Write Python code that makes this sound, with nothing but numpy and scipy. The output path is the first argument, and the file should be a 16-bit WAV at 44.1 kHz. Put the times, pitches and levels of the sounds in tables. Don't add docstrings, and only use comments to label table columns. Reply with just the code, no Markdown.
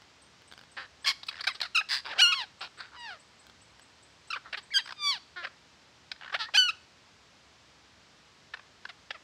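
import sys
import numpy as np
from scipy import signal
from scipy.fft import rfft, irfft, next_fast_len
from scipy.io import wavfile

SR = 44100
rng = np.random.default_rng(int(sys.argv[2]) if len(sys.argv) > 2 else 0)


def dump_mix(stems):
    frames = np.atleast_2d(stems).T
    limited = np.clip(frames, -1, 1)
    pcm = np.round(limited * 32767).astype(np.int16)
    wavfile.write(sys.argv[1], SR, pcm)


N = 407043
EDGE_HZ = 15850


def amp(db):
    return 10 ** (np.asarray(db) / 20)


def evened(x):
    return x / np.sqrt(np.mean(x ** 2) + 1e-20)


def ramp(x):
    return np.clip(x, 0, 1)


def bump(t, width):
    return np.exp(-(t / width) ** 2)


def read(points, hz):
    f, value = np.transpose(points)
    return np.interp(np.log(hz + 1), np.log(f + 1), value)


def add(mix, s, sound):
    part = mix[max(round(s * SR), 0):][:len(sound)]
    part += sound[:len(part)]


def played(source, events):
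    track = np.zeros(N)
    for event in events:
        add(track, *source(event))
    return track


def wobble(size, hz):
    padded = next_fast_len(size + 2048, True)
    f = np.fft.rfftfreq(padded, 1 / SR)
    spectrum = rfft(rng.standard_normal(padded)) * np.exp(-(f / hz) ** 2)
    return evened(irfft(spectrum, padded))[:size]


def colour(x, gain_db, size=1024):
    f = abs(np.fft.fftfreq(size, 1 / SR))
    log_gain = np.log(amp(np.maximum(gain_db(f), -100)))
    taps = np.fft.ifft(np.exp(np.conj(signal.hilbert(log_gain)))).real
    return signal.fftconvolve(x, taps[:size // 2])


def low_cut_db(f, cut_hz):
    return np.minimum(10 * np.log10(1 + (cut_hz / (f + 1)) ** 8), 40)


def swell(u, crest, rise_db, fall_db, curve=1.87):
    crest = np.clip(crest, .05, .95)
    before, after = ramp(1 - u / crest), ramp((u - crest) / (1 - crest))
    return -rise_db * before ** curve - fall_db * after ** curve


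# pitch_hz, relative_level_db
AIR = [(15, -60), (25, -32), (41, -24), (64, 1.5), (148, -1), (222, -3), (316, -4), (352, -5), (749, -6),
       (834, -4.5), (1060, -5), (5090, -9), (7830, -19), (8730, -26), (15800, -47.5)]
AIR_LEVEL_DB = -59.5


def air():
    size = next_fast_len(N, True)
    hz = np.fft.rfftfreq(size, 1 / SR)
    spectrum = rfft(rng.standard_normal(size)) * amp(read(AIR, hz))
    return amp(AIR_LEVEL_DB) * evened(irfft(spectrum, size)[:N])


# pitch_hz, time_to_fade_60_db_s
TREES = [(400, 0.29), (1500, 0.42), (3000, 0.39), (8000, 0.57), (14000, .2)]


def forest(x, near_db=3, near_fade_s=0.11):
    hz, t, noise = signal.stft(rng.standard_normal(SR), SR, nperseg=256)
    trunks = amp(-60 * t / read(TREES, hz)[:, None])
    leaves = amp(near_db - 60 * t / near_fade_s)
    late = t > .004
    tail = signal.istft(noise * (trunks + leaves) * late, SR, nperseg=256)[1]
    return signal.fftconvolve(x, tail / np.linalg.norm(tail))[:N]


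# start_s, peak_db, snap_db (noise of the snap, before the whole tick is set to its peak)
TICKS = [(.02, -37.5, -16), (0.42, -40, -3), (.515, -33.5, -18), (0.524, -30, -14), (.537, -33, -12),
         (.578, -32.5, -14), (.592, -34.5, -13), (0.613, -36.5, -10), (.637, -38, -13), (3.468, -35.5, 7),
         (3.498, -36.5, -8), (3.796, -37, -1)]
# pitch_hz (before a random shift), relative_level_db, time_to_fade_60_db_s
TWIG = [(1550, 8, .012), (2220, 2, 0.0097), (3350, 9, .009), (4200, 3, 0.0092), (4540, -2.5, 0.027)]


def tick(row, snap_fade_s=.0006):
    s, peak_db, snap_db = row
    t = np.arange(1024) / SR
    ring = np.zeros(len(t))
    for hz, db, fade_s in TWIG:
        shifted_hz = hz * rng.uniform(0.866, 1.13)
        ring += amp(db - 60 * t / fade_s) * np.sin(2 * np.pi * shifted_hz * t)
    snap = amp(snap_db) * rng.standard_normal(len(t)) * np.exp(-t / snap_fade_s)
    click = ring + snap
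    return s, amp(peak_db) * click / abs(click).max()


PIPS = [0.216, .474, 0.713, 1.02, 1.267, 1.527, 2.592, 2.775, 2.99, 3.194, 3.392, 3.613, 3.815, 4.024,
        4.272, 4.626, 4.84]
PIP_DB = -58.5
PIP_HZ, PIP_EAGER_HZ, PIP_SETTLE_S = 7410, 650, 0.69


def pip(s, length=0.018, rise_hz=850):
    start_hz = PIP_HZ + PIP_EAGER_HZ * np.exp(-s / PIP_SETTLE_S)
    u = np.linspace(0, 1, int(length * SR))
    turns = np.cumsum(start_hz + rise_hz * np.sin(np.pi * u / 2)) / SR
    whistle = np.sqrt(2) * np.sin(2 * np.pi * turns)
    return s, amp(PIP_DB - 5 * u) * whistle * signal.windows.tukey(len(u), .5)


# pitch_hz, gain_db
NARROW_THROAT = [(300, -8.5), (600, -7), (1250, -1.5), (1750, 3), (2150, -2.5), (2650, -2), (3600, -1.5),
                 (4900, -1), (5600, -10), (6500, -21.5), (7900, -21.5), (10000, -28), (11000, -34),
                 (15500, -39)]


def pulsed(s, length, first_hz, last_hz, rough, level_db, crest, bright, cut_hz, throat_hz, beak_hz,
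           jitter=.18, uneven_db=1.5, puff_turns=0.44, puff_gain=1.7, rise_db=11, fall_db=16,
           scatter_s=.0012, scatter_gain=0.56, peak_db=6.0, throat_width_hz=340, beak_width_hz=560):
    size = int(max(length, .004) * SR)
    u, rough = np.linspace(0, 1, size), ramp(rough)
    shake = np.exp((0.022 + jitter * rough) * wobble(size, 400))
    hz = (first_hz + (last_hz - first_hz) * u) * shake
    turns = np.cumsum(hz) / SR - .05
    pulses = np.sinc((turns - np.round(turns)) * SR / hz)
    puffs = rng.standard_normal(size) * np.exp(-(turns % 1) / (puff_turns * (1 + rough)))
    drive = (1 - rough) * evened(pulses) + puff_gain * rough * evened(puffs)
    shape_db = swell(u, crest, rise_db, fall_db, curve=1.47)
    drive *= amp(shape_db + uneven_db * rough * wobble(size, 220))

    def throat_db(f):
        throat_peak = 1 / (1 + ((f - throat_hz) / throat_width_hz) ** 2)
        beak_peak = 1 / (1 + ((f - beak_hz) / beak_width_hz) ** 2)
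        tilt_db = bright * np.log2(np.maximum(f / 1500, 1))
        return read(NARROW_THROAT, f) + peak_db * (throat_peak + beak_peak) + tilt_db - low_cut_db(f, cut_hz)

    t = np.arange(256) / SR
    scatter = rng.standard_normal(len(t)) * np.exp(-t / scatter_s)
    direct = t == 0
    echoes = scatter_gain * scatter * (t > 0) / np.linalg.norm(scatter)
    voice = signal.fftconvolve(colour(drive, throat_db), direct + echoes)
    return s, amp(level_db) * voice / np.sqrt((voice ** 2).sum() / size)


# start_s, clucks (count), first_gap_s, gap_growth (times per cluck), level_db (first cluck),
# gain_per_cluck_db, brightness_db_per_octave, throat_hz, beak_hz
CHATTERS = [(1.311, 7, .016, .91, -46, 0, -2.5, 1720, 5200),
            (4.857, 5, 0.017, .97, -45, 1.43, -1, 1214, 4970),
            (6.2107, 7, .0098, 1.15, -45.5, 0.26, -7.5, 1320, 2900)]
CLUCK_SHARE = 0.67
CLUCK_FIRST_HZ, CLUCK_LAST_HZ, CLUCK_CUT_HZ = 550, 440, 610


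def chatter(row, rough=0.46, crest=0.1):
    s, count, first_gap, growth, level_db, step_db, bright, throat_hz, beak_hz = row
    gaps = first_gap * growth ** np.arange(round(count))
    run = np.zeros(SR)
    for k, gap in enumerate(gaps):
        cluck = pulsed(gaps[:k].sum(), CLUCK_SHARE * gap, CLUCK_FIRST_HZ, CLUCK_LAST_HZ, rough,
                       level_db + k * step_db, crest, bright, CLUCK_CUT_HZ, throat_hz, beak_hz)
        add(run, *cluck)
    return s, run


# start_s, length_s, first_pitch_hz, last_pitch_hz, level_db, brightness_db_per_octave
CHUKS = [(1.044, 0.02, 1640, 1820, -36.5, -1), (1.231, 0.0095, 481, 375, -40.5, 1.5),
         (1.265, 0.016, 404, 400, -51, 9), (1.284, .019, 1447, 1003, -33, 0),
         (1.393, 0.016, 803, 597, -43.5, -3.5), (1.407, 0.015, 610, 505, -36, 2),
         (1.438, .019, 379, 294, -36.5, 1.5), (1.469, 0.022, 806, 633, -25.5, 0.5),
         (1.48, 0.042, 1267, 932, -36, -2), (1.547, 0.025, 417, 362, -45, 0.5),
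         (1.603, 0.0062, 690, 600, -34.5, 0.5), (1.614, 0.0094, 910, 697, -27, 3.5),
         (1.627, 0.025, 797, 607, -35.5, -1.5), (1.649, .025, 715, 600, -40.5, -1.5),
         (1.808, 0.014, 1094, 524, -34.5, -12.5), (4.357, 0.026, 623, 303, -37.5, -6.5),
         (4.527, .017, 700, 573, -35.5, -5), (4.541, 0.018, 650, 808, -35, -5),
         (4.783, 0.031, 1020, 787, -35, -1.5), (5.447, 0.015, 602, 506, -35, -7),
         (5.468, 0.015, 650, 550, -43.5, -4.5), (6.115, 0.0115, 750, 803, -34.5, -0.5),
         (6.162, 0.0045, 500, 450, -53, -6), (6.323, 0.027, 355, 497, -39, -5.5),
         (6.34, 0.027, 536, 886, -29, -4.5), (6.485, .019, 1170, 560, -46.5, -18),
         (8.537, .015, 864, 743, -36.5, -4), (8.57, 0.0088, 746, 700, -50.5, -8),
         (8.592, 0.012, 594, 400, -50.5, -6), (8.852, 0.0083, 1196, 850, -36.5, -5.5),
         (8.889, 0.023, 856, 562, -44.5, -5), (9.105, 0.013, 756, 792, -34, -4),
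         (9.143, 0.031, 727, 477, -48.5, -6)]
# level_db, throat_hz
CHUK_THROAT = [(-38, 1090), (-35, 2530)]
# length_s, roughness_0_to_1
CHUK_SETTLING = [(.011, 0.43), (.017, 0.31), (.026, .12)]
# brightness_db_per_octave, beak_hz
CHUK_BEAK = [(-7, 2200), (-0.5, 4360)]
CHUK_CREST, CHUK_CUT_HZ = 0.22, 510


def chuk(row):
    s, length, first_hz, last_hz, level_db, bright = row
    rough = np.interp(length, *np.transpose(CHUK_SETTLING))
    throat_hz = np.interp(level_db, *np.transpose(CHUK_THROAT))
    beak_hz = np.interp(bright, *np.transpose(CHUK_BEAK))
    return pulsed(s, length, first_hz, last_hz, rough, level_db, CHUK_CREST, bright,
                  cut_hz=CHUK_CUT_HZ, throat_hz=throat_hz, beak_hz=beak_hz)


# start_s, length_s, pulse_rate_hz (mid-note), roughness_0_to_1, level_db,
# crest_place_0_to_1, brightness_db_per_octave, throat_hz
RASPS = [(0.768, .095, 265.3, 0.27, -41.5, .08, -4.5, 1780), (1.058, 0.069, 152, 0.68, -28, 0.33, 5, 1940),
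         (1.888, 0.12, 139.1, 0.61, -31, 0.37, 2.5, 1700), (2.048, 0.052, 138, 0.34, -41, 0.28, -2, 1120),
         (2.089, 0.0404, 300, 0.4, -40.5, 0.8, -3.5, 1680), (2.146, .035, 232, 0.8, -43.5, 1, -4.5, 1140),
         (2.608, 0.071, 349, 0.4, -40.5, 0.14, -2, 1310), (2.774, 0.12, 172.3, .6, -49, 0.25, -6, 1150),
         (2.803, 0.013, 347, 0.27, -40, 0.3, -1, 1350), (2.919, .055, 174.2, 0.58, -52, 0.83, -7, 1100),
         (4.449, 0.062, 214, 0.42, -51, 0.17, -9.5, 1310), (4.572, 0.029, 394, 0.07, -40.5, 0.15, -1, 1090),
         (5.361, 0.093, 342.7, 0.03, -42, 0.14, -8.5, 1550),
         (6.391, 0.072, 437, 0.15, -35, 0.32, -2.5, 1510)]
RASP_SLOWING, RASP_BEAK_HZ = .06, 3870
RASP_CUT_HZ, LOUD_RASP_DB, CUT_HZ_PER_DB = 320, -39, 42
RASP_RISE_DB, RASP_FALL_DB, RASP_EXTRA_SWELL = 8, 15.5, 0.5


def rasp(row):
    s, length, hz, rough, level_db, crest, bright, throat_hz = row
    push_db = max(level_db - LOUD_RASP_DB, 0)
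    extra_db = RASP_EXTRA_SWELL * push_db
    return pulsed(s, length, hz * (1 + RASP_SLOWING), hz * (1 - RASP_SLOWING), rough, level_db, crest, bright,
                  cut_hz=RASP_CUT_HZ + CUT_HZ_PER_DB * push_db, throat_hz=throat_hz, beak_hz=RASP_BEAK_HZ,
                  rise_db=RASP_RISE_DB + extra_db, fall_db=RASP_FALL_DB + extra_db, beak_width_hz=840)


# pitch_hz, gain_db
OPEN_THROAT = [(400, 1), (800, -7.5), (1200, -4), (1650, 0.5), (2200, -5.5), (3000, 3), (3500, -2.5),
               (4600, 1), (5900, -9), (7100, -19.5), (8600, -18), (10200, -31), (13000, -32.5),
               (15500, -40)]


def squawk(t, hz, level_db, rough, bright, beak_hz, jitter=0.058, shimmer=0.3, rasp_share=0.37,
           beak_db=9, beak_width_hz=600, full_db=-33, dulling=0.66):
    rough, bright = ramp(rough), bright * np.ones(len(t))
    turns = np.cumsum(hz * (1 + (0.0045 + jitter * rough) * wobble(len(t), 530))) / SR
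    order, slow = np.arange(1, 19)[:, None], slice(None, None, 16)
    f = order * hz[slow]
    shape_db = read(OPEN_THROAT, f) + bright[slow] * np.log2(np.clip(f, 1000, 7000) / 1000)
    shape_db += beak_db / (1 + ((f - beak_hz) / beak_width_hz) ** 2)
    shape_db += dulling * np.minimum(level_db[slow] - full_db, 0) * np.clip((f - 5000) / 1500, 0, 1)
    height = amp(shape_db) * (f < EDGE_HZ)
    height /= np.sqrt((height ** 2).sum(0) / 2)
    tone = np.zeros(len(t))
    for k, harmonic in enumerate(height, 1):
        tone += np.interp(t, t[slow], harmonic) * np.cos(2 * np.pi * k * turns - np.pi * k ** 2 / 10)
    tone *= 1 + shimmer * np.sqrt(rough) * wobble(len(t), 330)
    puffs = rng.standard_normal(len(t)) * (1 + np.cos(2 * np.pi * turns))
    hiss = evened(colour(puffs, lambda f: read(NARROW_THROAT, f) - low_cut_db(f, 1350))[:len(t)])
    voice = (tone + (0.0048 + rasp_share * rough) * hiss) / np.sqrt(1 + rough / 2)
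    return t[0], amp(level_db) * voice * signal.windows.tukey(len(t), .03)


# start_s, length_s, first_hz, turn_hz, last_hz, turn_place_0_to_1,
# level_db (at the crest), crest_place_0_to_1, brightness_db_per_octave, beak_hz
YELPS = [(1.747, 0.035, 1496, 1236, 1420, 0.78, -22, 0.38, 1.5, 2500),
         (1.773, 0.034, 1530, 1241, 1460, 0.69, -21.5, 0.13, -3, 2630),
         (2.068, 0.038, 986, 870, 1150, 0.55, -43, 0.5, -12, 1000),
         (2.108, 0.037, 824, 918, 426, .3, -36.5, 0.78, -5, 1720),
         (4.303, 0.022, 1436, 1304, 1760, 0.6, -32, 0.16, -3.5, 4930),
         (4.328, 0.028, 1620, 1145, 1650, 0.5, -30, 0, -6, 2530),
         (4.705, .034, 1680, 2290, 1900, 0.4, -38, 1, -9, 2200),
         (4.738, 0.049, 1685, 1575, 1628, 0.66, -20.5, 0.71, 1, 3980),
         (5.425, .026, 516, 544, 881, 0.1, -37.5, 1, -5, 2400),
         (6.453, 0.038, 1685, 1890, 1650, 0.85, -44.5, .2, -14, 1800)]
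YELP_RISE_DB, YELP_FADE_DB = 14, 12
YELP_ROUGH, YELP_FRAY = 0.12, 0.092


def yelp(row, bend_curve=1.69):
    s, length, first_hz, turn_hz, last_hz, turn, level_db, crest, bright, beak_hz = row
    t = np.arange(0, length, 1 / SR)
    u, turn = t / length, np.clip(turn, .05, .95)
    before = ramp(1 - u / turn) ** bend_curve
    after = ramp((u - turn) / (1 - turn)) ** bend_curve
    hz = turn_hz + (first_hz - turn_hz) * before + (last_hz - turn_hz) * after
    shape_db = swell(u, crest, YELP_RISE_DB, YELP_FADE_DB)
    rough = YELP_ROUGH + YELP_FRAY * (before + after) ** 2
    return squawk(s + t, hz, level_db + shape_db, rough, bright, beak_hz)


# start_s, length_s, pitch_hz (at the start), drift_hz_per_s, fall_length_s,
# roughness_0_to_1, level_db (at the crest), swell_db, crest_place_0_to_1, brightness_db_per_octave, beak_hz
WAILS = [(1.061, 0.063, 1087, 200, 0.013, 0.47, -29.5, 0.5, 0.79, 0, 2180),
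         (2.21, .249, 1049, 399, .105, 0.07, -33.5, 11, 0.82, -3, 3830),
         (2.961, .22, 988, -600, .14, 0.12, -41, 10, 0.69, -2, 1300),
         (4.954, 0.23, 1231, -680, 0.083, 0.02, -26, 38.5, 0.58, -1, 3970)]
WAIL_FADE_DB = 22.5
WAIL_FALL, WAIL_FRAY = .38, 0.76


def wail(row, fall_curve=1.4, fall_dulling=4):
    s, length, hz, drift, fall_s, rough, level_db, swell_db, crest, bright, beak_hz = row
    t = np.arange(0, length, 1 / SR)
    spent = ramp(1 - (length - t) / fall_s)
    pitch = (hz + drift * t) * (1 - WAIL_FALL * spent ** fall_curve)
    shape_db = swell(t / length, crest, swell_db, WAIL_FADE_DB)
    return squawk(s + t, pitch, level_db + shape_db, rough + WAIL_FRAY * spent,
                  bright - fall_dulling * spent, beak_hz)


# break_s, length_after_break_s, low_pitch_hz, high_pitch_hz,
# drift_hz_per_s, mid_note_droop_hz, level_db (before the dips and lifts below), fade_db
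SCREECHES = [(2.213, .139, 775, 1462, -300, 65, -16, 17), (6.57, .145, 830, 1532, -850, -0.5, -17, 17.5)]
LOW_NOTE_S, SCOOP_S, BREAK_S = .034, .016, 0.0037
TIRE_S, DROOP_AT_S, DROOP_S = 0.087, 0.046, 0.014
FLICK_LEAD_S, FLICK_S, RELEASE_S = 0.022, 0.0083, 0.0087


def screech(row, scoop_depth=0.45, flick_depth=0.118, release_lift=0.4, low_db=-1, low_swell_db=7,
            scoop_db=19, crack_db=8, flick_db=8, release_db=20, bright=2.5, low_dulling=5,
            tired_dulling=6, beak_hz=2600):
    s, length, low_hz, high_hz, drift, droop_hz, level_db, tired_db = row
    t = np.arange(-LOW_NOTE_S, length, 1 / SR)
    low = (1 - np.tanh(t / BREAK_S)) / 2
    early = ramp(-t / LOW_NOTE_S)
    crack = bump(t, BREAK_S)
    scoop = ramp(1 - (t + LOW_NOTE_S) / SCOOP_S)
    tired = 1 - bump(np.maximum(t, 0), TIRE_S)
    flick = bump(t - length + FLICK_LEAD_S, FLICK_S)
    release = ramp(1 - (length - t) / RELEASE_S)
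    held_hz = high_hz + drift * t - droop_hz * bump(t - DROOP_AT_S, DROOP_S)
    held_hz *= 1 - flick_depth * flick + release_lift * release
    scooped_hz = low_hz * (1 - scoop_depth * scoop ** 1.47)
    hz = low * scooped_hz + (1 - low) * held_hz
    opening_db = low_db * low - low_swell_db * early - scoop_db * scoop ** 2 - crack_db * crack
    closing_db = flick_db * flick - tired_db * tired - release_db * release
    rough = .012 + 0.089 * low + 0.62 * (scoop + crack) + 0.13 * flick + 0.25 * release
    brightness = bright - low_dulling * early - tired_dulling * tired
    return squawk(s + t, hz, level_db + opening_db + closing_db, rough, brightness, beak_hz)


def scene():
    far = played(pip, PIPS)
    bickering = played(chatter, CHATTERS) + played(chuk, CHUKS) + played(rasp, RASPS)
    squawks = played(yelp, YELPS) + played(wail, WAILS) + played(screech, SCREECHES)
    near = played(tick, TICKS) + bickering + squawks
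    echo = forest(amp(-18) * near + amp(-4) * far)
    return (air() + echo + far + near)[None]


def record(dry):
    low_pass = signal.firwin(511, EDGE_HZ, window=("kaiser", 9), fs=SR)
    return signal.oaconvolve(dry, low_pass[None], "same")


dry = scene()
out = record(dry)
dump_mix(out)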